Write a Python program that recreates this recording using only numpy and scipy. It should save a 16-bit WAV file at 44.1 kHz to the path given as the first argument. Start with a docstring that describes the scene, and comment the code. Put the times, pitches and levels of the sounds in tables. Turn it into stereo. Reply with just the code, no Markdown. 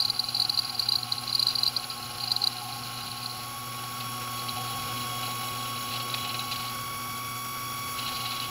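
"""A thin brass rod squeaks in quick, uneven chirps over the whine of a small lathe. Where the tool grabs,
the rod chatters on a low mode that hands over to a higher one. The drive whines on its tooth rate over
a rough mains hum and the roar and hiss of bearings; the cut rasps once a turn and shakes the bed.
Later the squeaks thin out, chips tear off, and the tool backs off for about a second.
Heard close by two microphones a few centimetres apart."""
import sys
import numpy as np
from scipy import signal
from scipy.fft import rfft, irfft, next_fast_len
from scipy.io import wavfile
from scipy.ndimage import uniform_filter1d

SR = 44100
rng = np.random.default_rng(int(sys.argv[2]) if len(sys.argv) > 2 else 0)


def to_wav(s):
    """Save 16-bit WAV."""
    ch = np.atleast_2d(s).T  # columns
    pcm = np.round(np.clip(ch, -1, 1) * 32767)  # PCM
    wavfile.write(sys.argv[1], SR, pcm.astype(np.int16))


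N = 374838
TIME_S = np.arange(N) / SR
FFT_SIZE = next_fast_len(N)
BIN_HZ = np.maximum(np.arange(FFT_SIZE // 2 + 1) * SR / FFT_SIZE, 1)
TEETH_PER_SHAFT_TURN, TEETH_PER_SPINDLE_TURN = 22, 50
RIGHT_LAG_SAMPLES = 8.14   # the right microphone is farther away


def amp(db):
    return 10 ** (np.asarray(db) / 20)


def unit_rms(x):
    return x / np.sqrt(np.mean(x ** 2) + 1e-20)


def time_curves(rows):
    """One curve for each column after the first, which is time in seconds."""
    times_s, *columns = np.transpose(rows)
    return [np.interp(TIME_S, times_s, column) for column in columns]


def bin_curve(rows):
    """(Hz, value) rows interpolated over the FFT bins in log frequency."""
    hz, values = np.transpose(rows)
    return np.interp(np.log(BIN_HZ), np.log(hz), values)


def drift(rate_hz):
    """Slow random curve of spread 1."""
    pole = np.exp(-40 * np.pi * rate_hz / SR)
    slow = signal.lfilter([1], [1, -2 * pole, pole * pole], rng.standard_normal(N // 20 + 4002))[4000:]
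    return np.interp(np.arange(N) / 20, np.arange(len(slow)), unit_rms(slow - slow.mean()))


def resonate(x, modes):
    """Parallel resonances (Hz, width Hz, gain dB), signs alternating."""
    out = 0
    for k, (hz, width_hz, db) in enumerate(modes):
        r = np.exp(-np.pi * width_hz / SR)
        b = (1 - r * r) / 2 * np.array([1, 0, -1])
        a = [1, -2 * r * np.cos(2 * np.pi * hz / SR), r * r]
        out = out + (-1) ** k * amp(db) * signal.lfilter(b, a, x)
    return out


def resonate_twice(x, modes):
    return resonate(resonate(x, modes), modes)


def mix_in(out, at, piece):
    start, end = max(at, 0), min(at + piece.shape[-1], N)
    out[:, start:end] += piece[:, start - at:end - at]


def microphone_pair(mid, side):
    """Two noises become a partly coherent stereo pair, right late; its mono mean has rms 1."""
    # Each row: frequency in Hz, left-right coherence 0-1.
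    coherence = [(25, 0.5), (60, 1), (250, 0.95), (600, 0.78), (1300, 0.4), (1700, 0.74), (2300, 0.55),
                 (3000, 0.16), (4100, 0.76), (5000, 0.35), (6500, 0.57), (10500, 0.2), (15000, 0.2)]
    # Each row: frequency in Hz, left over right in dB.
    balance = [(60, 7.5), (130, -3), (290, 8), (640, 2), (1410, 2.5), (3100, 1), (6820, -0.5), (15000, -2)]
    # Each row: frequency in Hz, extra phase on the right in rad.
    right_phase = [(1000, 0), (1400, .7), (1700, 0.7), (2100, -1.5), (2400, 0.24), (2800, -2.5), (3200, -2),
                   (3800, -0.37), (4100, 0), (5000, 0), (5900, 3.5), (7100, 3.8), (8000, 3), (11400, 3.5),
                   (15000, 6)]
    alike = bin_curve(coherence)
    common = np.sqrt(1 + alike) * rfft(mid, FFT_SIZE)
    apart = np.sqrt(1 - alike) * rfft(side, FFT_SIZE)
    tilt = amp(bin_curve(balance) / 2)
    delay = np.exp(-2j * np.pi * BIN_HZ * RIGHT_LAG_SAMPLES / SR + 1j * bin_curve(right_phase))
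    pair = irfft(np.array([(common + apart) * tilt, (common - apart) / tilt * delay]), FFT_SIZE)[:, :N]
    return pair / np.sqrt(np.mean(pair.mean(axis=0) ** 2))


def drive_whine(tooth_rad, tooth_hz, swell_db, unevenness, lifted):
    """Tooth-rate harmonics; uneven teeth blur them, run-out adds sidebands at the shaft rate."""
    # Multiples of the tooth rate, one for each row of harmonics.
    multiples = [1, 2, 3, 4, 5, 7, 8, 9, 10, 11, 12, 13]
    # Each row: base level in dB, share of the swell, dB per Hz of tooth rate, left over right in dB,
    # left lead in rad, run-out depth, blur per unit of unevenness.
    harmonics = [(-39.5, 0.72, 0.13, 5.5, 0.5, 0.14, 0.02), (-54.5, 1.8, 0.82, 5, 2, 0.33, 0.1),
                 (-48.5, 1.07, 0.18, -2.5, 1.16, 0.37, 0.16), (-51.5, 0.33, 0.02, 2.5, -1.5, 0.12, 0.13),
                 (-52.5, 0.29, 0.17, -21, 3, 0.29, 0.12), (-57.5, 0.49, 0.09, 0, 2.5, 0.21, 1),
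                 (-60, 0.17, 0.08, -2, 7, 0.12, 0.37), (-56.5, 0.26, 0.2, 13, 1, 0.24, 0.5),
                 (-49, 0.095, -0.04, -5, -0.8, 0.09, 0.27), (-55.5, 0.42, 0.22, 9, 2, .3, .6),
                 (-65, 0.6, -0.3, -2, 15, .3, .9), (-54, 0.2, 0.4, 0, 5.5, .3, .8)]
    # Rectifier ripple side tones. Each row: offset in Hz, level against the fundamental in dB.
    side_tones = [(120.5, -19), (241, -19), (-241, -29.5)]
    # Second harmonic. Each row: time in seconds, gain in dB.
    octave_gain = [(0, -4), (3, -4), (3.6, 4), (4.4, -5), (5, 0.5), (5.7, -2.5), (6.2, 1.5), (6.7, 2.5),
                   (7.6, -2.5), (8.5, 2.5)]
    steady_hz, firmness = 1110, 0.58
    octave_db, = time_curves(octave_gain)
    shaft_rad = tooth_rad / TEETH_PER_SHAFT_TURN
    wander_rad = 0.014 * unevenness * drift(11.6) + 0.29 * drift(7.2)
    ripple = 1 + sum(amp(db) * np.exp(2j * np.pi * hz * TIME_S + 0.74j * drift(14))
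                     for hz, db in side_tones)
    out = np.zeros((2, N))
    for k, (db, share, db_per_hz, pan_db, lead_rad, runout, blur) in zip(multiples, harmonics):
        blur = np.clip(blur * unevenness + 0.039 * (k - 1), 0, 0.95)
        runout = runout * (1 + 0.41 * lifted)
        shared, own = [(drift(22 + 10 * k) + 1j * drift(22 + 4.6 * k)) / np.sqrt(2) for _ in range(2)]
        tone = np.sqrt(1 - blur ** 2) + blur * np.array([shared, 0.83 * shared + 0.72 * own])
        tone /= (np.abs(tone) + 0.099) ** firmness   # evens the level, keeps the phase jitter
        wobble_rad = 0.81 * runout * np.sin(shaft_rad + k + 1.4 * (k - 1))
        tone *= np.exp(1j * (k * tooth_rad + np.sqrt(k) * wander_rad + wobble_rad))
        if k == 1:
            tone *= ripple
        level_db = db + share * swell_db + db_per_hz * (tooth_hz - steady_hz)
        level_db += (k > 1) * drift(4.8) + (k == 2) * octave_db
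        envelope = np.sqrt(2) * amp(level_db) * (1 + runout * np.cos(shaft_rad + k))
        left = amp(pan_db / 2) * np.exp(0.5j * lead_rad)
        sides = np.array([[left], [1 / left]])
        out += envelope / max(abs(sides.mean()), 0.5) * np.real(tone * sides)
    return out


def mains_hum():
    """Rectifier pulses shake the motor; at random the lowest tone skips: it dips and loses phase."""
    # Each row: frequency in Hz, relative level in dB.
    tones = [(120, 0), (241, -6), (359, -13.5), (484, -16.5), (1332, -14.5)]
    # Each row: time in seconds, mean skips per second.
    skip_rates = [(0, 8), (2.3, 7), (2.45, 1), (2.9, 1), (3.1, 8), (3.5, 3), (3.6, .3), (4.05, .3),
                  (4.2, 9), (4.9, 16), (5.0, .3), (5.4, .3), (5.8, 11), (6.3, 6), (7, 17), (7.9, 19),
                  (8.5, 10)]
    skip_turns = 0.46
    skips = rng.random(N) < time_curves(skip_rates)[0] / SR
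    skipping = np.exp(-2j * np.pi * skip_turns * np.cumsum(skips))
    skipping = signal.oaconvolve(skipping, np.hanning(900) / 450, "same")
    skipping /= (np.abs(skipping) + 0.046) ** 0.47
    out = 0
    for k, (hz, db) in enumerate(tones):
        waver = skipping if k == 0 else np.exp(0.68j * drift(20))
        envelope = amp(db + (0.4 + 0.9 * k) * drift(14))
        out = out + envelope * np.real(waver * np.exp(2j * np.pi * hz * TIME_S))
    return unit_rms(out)


def shaft_noise(tooth_rad, spectrum, locked_share, flicker_db):
    """Shaped noise; a share repeats with every shaft turn and forms a comb of lines."""
    steps = 880
    pattern = rng.standard_normal((2, steps))
    pattern -= uniform_filter1d(pattern, size=60, mode="wrap")   # the lowest orders do not radiate
    turns = tooth_rad / TEETH_PER_SHAFT_TURN / (2 * np.pi) + 0.0014 * drift(4.6)
    locked = pattern[:, (turns % 1 * steps).astype(int) % steps]
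    noise = np.sqrt(1 - locked_share) * rng.standard_normal((2, N)) + np.sqrt(locked_share) * locked
    noise *= amp(flicker_db * (drift(53) + 0.081 * drift(4.6)))
    shaped = irfft(rfft(noise, FFT_SIZE) * amp(bin_curve(spectrum)), FFT_SIZE)[:, :N]
    return microphone_pair(*shaped)


def bearings(tooth_rad, swell_db, uneven_db):
    """Bearings and fan roar and hiss, swelling with the overall level."""
    # Each row of both spectra: frequency in Hz, relative density in dB.
    roar_spectrum = [(15, -26), (40, -21), (75, -23.5), (120, -10.5), (180, -22.5), (260, -17.5),
                     (340, -25), (430, -24), (520, -18.5), (630, -21.5), (720, -21.5), (900, -20),
                     (1050, -19.5), (1200, -17.5), (1325, -11.5), (1420, -15.5), (1550, -16.5), (1700, -25),
                     (2050, -17), (2350, -14.5), (2650, -18.5), (3000, -23), (3350, -20), (3700, -22),
                     (4300, -26.5), (5400, -18.5), (6200, -24.5), (8000, -72)]
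    hiss_spectrum = [(4500, -16.5), (6000, -8), (6900, -1), (7500, -13.5), (8300, -37), (8900, -16.5),
                     (9500, -19), (10300, -7.5), (11000, 2), (11700, -7), (12500, -5), (13000, -12),
                     (13400, -8), (13800, -13), (14150, -3), (14550, -4.5), (15200, -8), (15700, -5.5),
                     (16500, -3)]
    # Low band of the roar. Each row: time in seconds, gain in dB.
    band_gain = [(0, 0.5), (1, -3.5), (1.8, 1), (2.7, -3.5), (3.4, -0.5), (3.9, 0), (5, 0.5), (6, 3),
                 (6.6, 0), (7.2, -0.5), (8.5, -2)]
    roar = shaft_noise(tooth_rad, roar_spectrum, 0.36 / amp(0.5 * np.abs(uneven_db)), flicker_db=1.3)
    roar *= amp(-42 + 0.39 * swell_db)
    band = signal.sosfilt(signal.butter(2, (380, 750), "band", fs=SR, output="sos"), roar)
    roar += (amp(time_curves(band_gain)[0]) - 1) * band
    hiss = shaft_noise(tooth_rad, hiss_spectrum, locked_share=0.43, flicker_db=1.5)
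    return roar + amp(-40.5 + 0.57 * swell_db) * hiss


def cutting_rasp(tooth_rad, tool_db, rod_db):
    """Tearing clicks ring tool and rod; the rod runs out of true, so the bite peaks once a turn."""
    # Each row of both: mode frequency in Hz, width in Hz, gain per pass in dB.
    tool_modes = [(2468, 280, -3), (2720, 232, -2), (2936, 160, -0.5), (3300, 193, -5), (3980, 340, -2.5)]
    rod_modes = [(4170, 360, 4.5), (4730, 69, 8.5), (5300, 2500, -5.5)]
    clicks_per_s = 2500
    spindle_rad = tooth_rad / TEETH_PER_SPINDLE_TURN + 0.8 * drift(3)
    bite = amp(1.5 * (np.cos(spindle_rad) + 0.5 * np.cos(3 * spindle_rad) + 1.64 * drift(36)))
    out = 0
    for modes, level_db in ((tool_modes, tool_db), (rod_modes, rod_db)):
        clicks = (rng.random((2, N)) < clicks_per_s / SR) * rng.standard_normal((2, N))
        clicks *= amp(1.5 * np.minimum(rng.exponential(1, (2, N)), 4))
        out = out + amp(level_db) * microphone_pair(*resonate_twice(clicks * bite, modes))
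    return out


def bed_rumble(swell_db):
    """Cutting force shakes the lathe bed; its upper modes sink as the overall level rises."""
    # Each row: mode frequency in Hz, width in Hz, gain per pass in dB.
    bed_modes = [(727.8, 32, 1), (765, 32, 0), (797, 59, -0.5), (838.7, 45, 0)]
    force = rng.standard_normal((2, N))
    lower = resonate_twice(force, bed_modes[:2])
    upper = resonate_twice(force, bed_modes[2:])
    return microphone_pair(*(lower - amp(0.5 - 0.47 * swell_db) * upper))


def rod_squeaks():
    """Chatter grows on the low mode, breaks off and slides to the high one; contact adds harmonics."""
    # Each row: break-off in seconds, low mode level in dB, its base pitch in Hz,
    # high mode level in dB, its hold in ms.
    squeaks = [(0.0038, -14.5, 4140, -20, 7.9), (0.0222, -19.5, 4200, -19.5, 5.8),
               (0.0528, -15, 4120, -18, 4.6), (0.0833, -24, 4170, -33.5, 6.6),
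               (0.1013, -15, 4120, -17.5, 4.9), (0.1467, -31, 4200, -29, 5.0),
               (0.1645, -28, 4200, -29.9, 6.2), (0.196, -14.5, 4150, -17, 5),
               (0.2428, -22.5, 4200, -29, 5.3), (0.289, -20.5, 4150, -24, 4.6),
               (0.3292, -33, 4170.0, -45, 5.4), (0.349, -18, 4130, -18.5, 5), (0.3602, -29, 4100, -42, 4.3),
               (0.3697, -21, 4070, -21, 4.1), (0.382, -26, 4120, -41, 5.5), (0.401, -14, 4120, -16, 3.5),
               (0.412, -25, 4230, -32, 4.7), (0.4212, -15.5, 4130, -16.5, 4.1),
               (0.452, -17, 4170.0, -21.8, 4.0), (0.4978, -15, 4100, -13, 2.6),
               (0.5285, -28.3, 4230.0, -31.5, 5.7), (0.544, -25, 4160, -22.5, 6.4),
               (0.577, -15.5, 4130, -23, 6.8), (0.592, -13.5, 4170, -16, 4.6),
               (0.622, -27.5, 4170, -37, 5.0), (0.6374, -30, 4180, -40, 5.0), (0.649, -27, 4270, -27, 7.9),
               (0.68, -31, 4170.0, -35, 5.5), (0.6983, -25, 4190.0, -27, 7.8),
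               (0.7495, -29, 4240.0, -28, 8), (0.7805, -28, 4270, -33, 7.3),
               (0.797, -14.5, 4150.0, -17, 4.9), (0.827, -23, 4260, -26, 6.0),
               (0.8387, -27, 4230.0, -29.5, 6.9), (0.859, -30, 4140, -29, 6.4),
               (0.89, -14, 4090, -17.5, 5.9), (0.923, -13.5, 4130, -24, 6.5), (0.936, -19, 4100, -28, 7),
               (0.957, -15, 4080, -15.5, 4.2), (0.988, -23, 4220, -32, 5.3), (1.033, -22, 4190.0, -34, 4.6),
               (1.124, -14.5, 4100, -20, 4.1), (1.1841, -23, 4170.0, -36, 4.8),
               (1.2398, -33, 4130, -47, 4.6), (1.279, -23, 4180, -31.1, 3.9), (1.298, -23, 4070, -28, 8.9),
               (1.33, -17.5, 4170.0, -27.0, 3.3), (1.352, -14, 4190, -15.5, 5.6),
               (1.3829, -22.8, 4130, -40.4, 5.0), (1.3967, -14, 4130, -18, 6.4),
               (1.429, -12.5, 4110.0, -20, 5.4), (1.4706, -12.5, 4140, -23, 6.8),
               (1.486, -17, 4100, -19.5, 6.4), (1.5066, -24, 4120.0, -25, 6.5),
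               (1.5171, -31, 4110.0, -38, 4.6), (1.555, -19, 4080, -16.5, 4.7),
               (1.587, -19, 4200, -18.5, 5.9), (1.6094, -29.1, 4110.0, -36, 5.0),
               (1.635, -12, 4110, -19.5, 5.5), (1.657, -24, 4070, -24, 5.1), (1.6663, -13.5, 4100, -25, 3),
               (1.6786, -15.5, 4140, -17.5, 5.3), (1.767, -15.5, 4140.0, -19.5, 6.1),
               (1.7991, -28, 4200, -41.7, 4.8), (1.844, -27, 4260, -35, 4.6),
               (1.9024, -25.5, 4140, -31, 8.9), (1.939, -34, 4270, -40, 5), (1.980, -34, 4180, -40, 5),
               (2.030, -30, 4170, -43, 5), (2.044, -34, 4240, -45, 4.5), (2.185, -30, 4270, -40, 4.3),
               (2.2094, -27.5, 4260, -35, 4.5), (2.24, -21.6, 4240, -26, 3.6),
               (2.2771, -23.5, 4200, -25.5, 7.7), (2.3089, -23, 4140, -27, 5.8),
               (2.3189, -12.5, 4120, -18, 4.9), (2.3659, -14.5, 4110, -25, 4.7),
               (2.4206, -18.5, 4200, -28, 4.5), (2.442, -13, 4120, -18.5, 5.3),
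               (2.474, -12, 4090, -19.5, 4.1), (2.533, -33, 4280, -44, 4), (2.5865, -31, 4080, -38, 3.7),
               (2.619, -34, 4050, -38, 5), (2.655, -36, 4000, -48, 4), (2.7266, -29, 4140, -37, 3.8),
               (2.7705, -35, 4100, -40, 4), (2.794, -33, 4210, -43, 4.3), (2.8375, -30, 4250, -42, 4),
               (2.874, -32, 4260, -45, 4), (2.978, -35, 4140, -39, 4), (3.033, -34, 4150, -36, 6),
               (3.08, -29, 4170, -42, 4), (3.0639, -32, 4230, -42, 3.9), (3.1176, -27, 4270, -39, 3.8),
               (3.231, -27.5, 4160, -32, 4.3), (3.2618, -22, 4220, -31, 3.0), (3.2985, -33, 4210, -37, 4.4),
               (3.3138, -29, 4220, -37.5, 4.4), (3.407, -39, 4200, -44, 3.4),
               (4.011, -28.8, 4000, -44, 5.0), (4.3956, -29, 4100, -42, 5.0),
               (4.4945, -22.5, 4060, -39.5, 4), (4.683, -36, 4100, -47, 4), (4.726, -38, 3920, -46, 4),
               (5.007, -33, 4150, -45, 4), (5.022, -36, 4100, -46, 4), (5.2667, -30, 4180, -39.4, 5.9),
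               (5.435, -34, 4000, -46, 4.4), (5.487, -33, 3890, -47, 4.2), (5.5857, -33, 4230, -44, 4),
               (5.63, -33, 4070, -44, 4), (5.702, -36, 3957, -41, 3.9), (5.7643, -34, 4000, -46, 4),
               (5.813, -33, 4160, -43, 4.1), (5.909, -36, 4005, -52, 4), (5.939, -30, 4100, -43.7, 4.9),
               (5.9611, -33, 4030.0, -43, 4.6), (6.1016, -29, 3850, -45.7, 4.9),
               (6.142, -22, 3900, -41, 4.1), (6.2966, -28, 4130, -39, 5.0), (6.347, -28.5, 4040, -34, 4.6),
               (6.395, -24, 4030, -42.9, 4.1), (6.521, -24.5, 4100, -31, 5), (6.565, -29, 4220, -34, 5.1),
               (7.999, -28, 3921, -43, 4.8), (8.267, -27, 3880, -44.0, 6.6),
               (8.3099, -32, 4170.0, -43.6, 4.4), (8.403, -30, 4120, -46, 6)]
    # Friction noise at the break-off. Each row: centre in Hz, width in Hz, gain in dB.
    friction_bands = [(7600, 3300, 6), (13600, 3500, -0.5)]
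    offsets = np.arange(-400, 600)
    ms = offsets / SR * 1000
    lead_rad = np.array([[-0.65], [0.65]])
    friction = unit_rms(resonate(rng.standard_normal(N), friction_bands))
    out = np.zeros((2, N))
    for (at_s, low_db, low_hz, high_db, hold_ms), chance in zip(squeaks, rng.random((len(squeaks), 4))):
        climb_hz = 61 * min(at_s / 2.1, 1)   # rises as the tool feeds in, then stays
        high_hz = 4563 + 24.3 * hold_ms + climb_hz + 18 * (2 * chance[3] - 1)
        gap_hz = high_hz - low_hz
        growth = 0.96 * np.exp(-(ms / 2) ** 2) + 0.38 * np.exp(ms / 4.1)
        low_env = np.where(ms < 0, growth, np.exp(-(ms / 0.93) ** 2))
        high_env = np.clip(ms - 1.2, 0, 1) / (1 + np.exp((ms - 1.6 - hold_ms) / 1.2))
        high_env *= 1 + 0.1 * np.sin(1.9 * ms + 6 * chance[0])
        # The low mode sets in high, falls into its peak and bends up as it breaks off.
        fall_hz = gap_hz / (1 + np.exp((ms + 3.68 + 2.77 * chance[0]) / 0.4))
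        bend_hz = 0.32 * gap_hz / (1 + np.exp((1.3 - ms) / 0.29))
        low_turns = np.cumsum(low_hz + fall_hz + bend_hz) / SR + 0.0094 * ms * np.abs(ms) + chance[1]
        high_turns = high_hz * ms / 1000 + 0.68 * np.exp(-np.maximum(ms - 0.8, 0) / 8.9) + chance[2]
        low, high = amp(low_db) * low_env, amp(high_db) * high_env
        squeak = np.zeros((2, len(ms)))
        for envelope, turns, pan_db in ((low, low_turns, 9), (high, high_turns, -4)):
            sides = amp([[pan_db / 2], [-pan_db / 2]])
            sides /= abs(np.mean(sides * np.exp(1j * lead_rad)))
            squeak += envelope * sides * np.cos(2 * np.pi * turns + lead_rad)
        slide_rad = 2 * np.pi * np.cumsum(low_hz + gap_hz / (1 + np.exp((1.5 - ms) / 0.99))) / SR
        contact = uniform_filter1d(0.61 * low + high, size=110) ** 2
        squeak += contact * amp(0.5) * np.cos(2 * slide_rad + 1.02 * lead_rad)
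        squeak += contact * np.cos(3 * slide_rad - 1.2 * lead_rad)
        samples = round(at_s * SR) + offsets
        scrape_env = amp(2 * low_db - 10.5) * np.exp(-((ms - 1.8) / 5.1) ** 2)
        scrape = scrape_env * friction[np.clip(samples, 0, N - 1)]
        squeak += np.array([scrape, np.roll(scrape, round(RIGHT_LAG_SAMPLES))])
        mix_in(out, samples[0], squeak)
    return out


def chip_snags():
    """Chips tear off in short gritty scrapes that ring tool, rod and bed together, mostly left."""
    # Each row: start in seconds, level before panning in dB, tool mode in Hz, decay time in ms.
    snags = [(3.835, -36, 2940, 10), (4.0013, -33.5, 2810, 13), (4.4842, -30.5, 2990, 12),
             (5.3041, -36, 2940, 10.4), (5.907, -35, 2637, 35), (5.936, -32, 2720, 12),
             (5.956, -31.5, 2820, 17), (5.997, -31.5, 2870, 19), (6.097, -33, 2600, 7.9),
             (6.1406, -24, 2680, 10), (6.179, -33, 2885, 10), (6.244, -31, 2530, 15),
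             (6.2872, -34, 2840, 17), (6.342, -30, 2750, 13.3), (6.3928, -30, 2620, 7.2),
             (6.51, -30, 2720, 17), (6.525, -28, 2700, 11), (6.557, -30, 3010, 8.7), (6.6, -37, 2700, 17),
             (6.6487, -35, 2860, 14), (6.695, -35, 2600, 11), (7.985, -29, 2945, 13.6),
             (7.994, -43, 2920, 11.5), (8.025, -34, 2906, 9), (8.04, -38, 2900, 10),
             (8.075, -31.5, 2920, 19), (8.089, -34, 2950, 9.1), (8.1146, -34, 2940, 22),
             (8.1594, -33.5, 2927, 20), (8.205, -31, 2924, 10), (8.222, -40, 2900, 7),
             (8.249, -30.5, 2780, 24), (8.302, -35, 3300, 15), (8.317, -31, 2546, 11),
             (8.361, -32.5, 2894, 15), (8.3984, -29, 2920, 7.7), (8.415, -37, 2790, 5.5),
             (8.437, -32, 2820, 13.2), (8.452, -40, 2850, 11)]
    ms = np.arange(2400) / SR * 1000
    grits = rng.standard_normal((len(snags), len(ms))) * rng.exponential(1, (len(snags), len(ms)))
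    out = np.zeros((2, N))
    for (start_s, db, tool_hz, decay_ms), grit in zip(snags, grits):
        envelope = (1 - np.exp(-ms / (0.12 * decay_ms))) * np.exp(-(ms / decay_ms) ** 2)
        modes = [(650, 300, -12.5), (tool_hz, 400, 0.5), (3450, 700, -3),
                 (4080, 550, 0.5), (4700, 500, -21.5)]
        burst = amp(db) * np.sqrt(np.mean(envelope ** 2)) * unit_rms(resonate(grit * envelope, modes))
        pair = np.array([1.85 * burst, 0.22 * np.roll(burst, round(RIGHT_LAG_SAMPLES))])
        mix_in(out, round(start_s * SR), pair)
    return out


def with_echoes(x):
    """Faint early echoes off bed, guard and wall, two on each side."""
    out = x.copy()
    for channel, delay_ms, db in ((0, 4.3, -22), (1, 5.9, -22), (0, 9.1, -25), (1, 11.5, -25)):
        lag = round(delay_ms * SR / 1000)
        out[channel, lag:] += amp(db) * x[channel, :-lag]
    return out


def scene():
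    """The drive runs throughout; the tool cuts, backs off the rod and comes in again."""
    # Each row: time in seconds, tooth rate in Hz, unevenness under load in dB,
    # swell in the overall level of whine, hum, roar and hiss in dB.
    running = [(0, 1095, 30, -8.5), (1.5, 1094, 27.5, -5.5), (2.5, 1089, 30, -5.5), (2.8, 1089, 23, -4),
               (3.3, 1097, 3, -5), (3.55, 1112, 9.5, -3.5), (4.2, 1109, 9, 0.5), (5, 1105, -41, 4),
               (5.5, 1111, 10, 2.5), (6.3, 1109, 14.5, 1.5), (6.6, 1114, 12.5, 1), (6.95, 1119, 7, -0.3),
               (7.35, 1124, 2, -1.5), (7.85, 1123, 8.5, 0), (8.08, 1115, 10, 1.5), (8.5, 1115, 16, -0.5)]
    # Each row: time in seconds, then tool rasp, rod rasp and bed rumble in dB before the lift's dip.
    cut_levels = [(0, -48, -40.5, -49), (1.1, -46, -43.5, -48), (1.5, -45.5, -36.5, -48.5),
                  (1.95, -47, -48, -48.5), (2.35, -46, -40.5, -47), (2.55, -48, -46, -45),
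                  (2.95, -44.5, -46, -47.5), (3.38, -48.5, -45, -49.5), (3.5, -50.5, -55, -48),
                  (4.2, -49.5, -55, -50.5), (4.7, -43.5, -50, -41), (5.05, -44.5, -56, -48.5),
                  (5.25, -41.5, -54, -42), (5.8, -43.5, -61, -50), (5.95, -43.5, -48, -44.5),
                  (6.1, -47, -54, -52), (6.27, -40.5, -57, -43), (6.65, -44, -47, -50),
                  (7.7, -49, -48, -53.5), (8.0, -39, -47, -50), (8.2, -40.5, -42, -46.5),
                  (8.5, -41.5, -53, -52)]
    lift_s, touch_s, move_s = 6.74, 7.975, 0.05
    tooth_hz, uneven_db, swell_db = time_curves(running)
    tool_db, rod_db, bed_db = time_curves(cut_levels)
    tooth_rad = 2 * np.pi * np.cumsum(tooth_hz) / SR
    lifted = np.clip(np.minimum(TIME_S - lift_s, touch_s - TIME_S) / move_s + 0.5, 0, 1)
    since_lift = np.maximum.accumulate(lifted)
    whine = drive_whine(tooth_rad, tooth_hz, swell_db, amp(uneven_db), lifted)
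    hum = amp(-44 + 0.51 * swell_db - 0.5 * since_lift) * mains_hum()
    roar = bearings(tooth_rad, swell_db, uneven_db)
    rasp = amp(-11 * lifted) * cutting_rasp(tooth_rad, tool_db, rod_db)
    rumble = amp(bed_db - 3 * lifted) * bed_rumble(swell_db)
    return whine + hum + roar + rasp + rumble + with_echoes(rod_squeaks() + chip_snags())


def record(dry):
    """A steep low-pass cuts the top treble."""
    stop_db, stop_hz = 60, 15860
    return signal.sosfilt(signal.cheby2(30, stop_db, stop_hz, fs=SR, output="sos"), dry)


dry = scene()
out = record(dry)
to_wav(out)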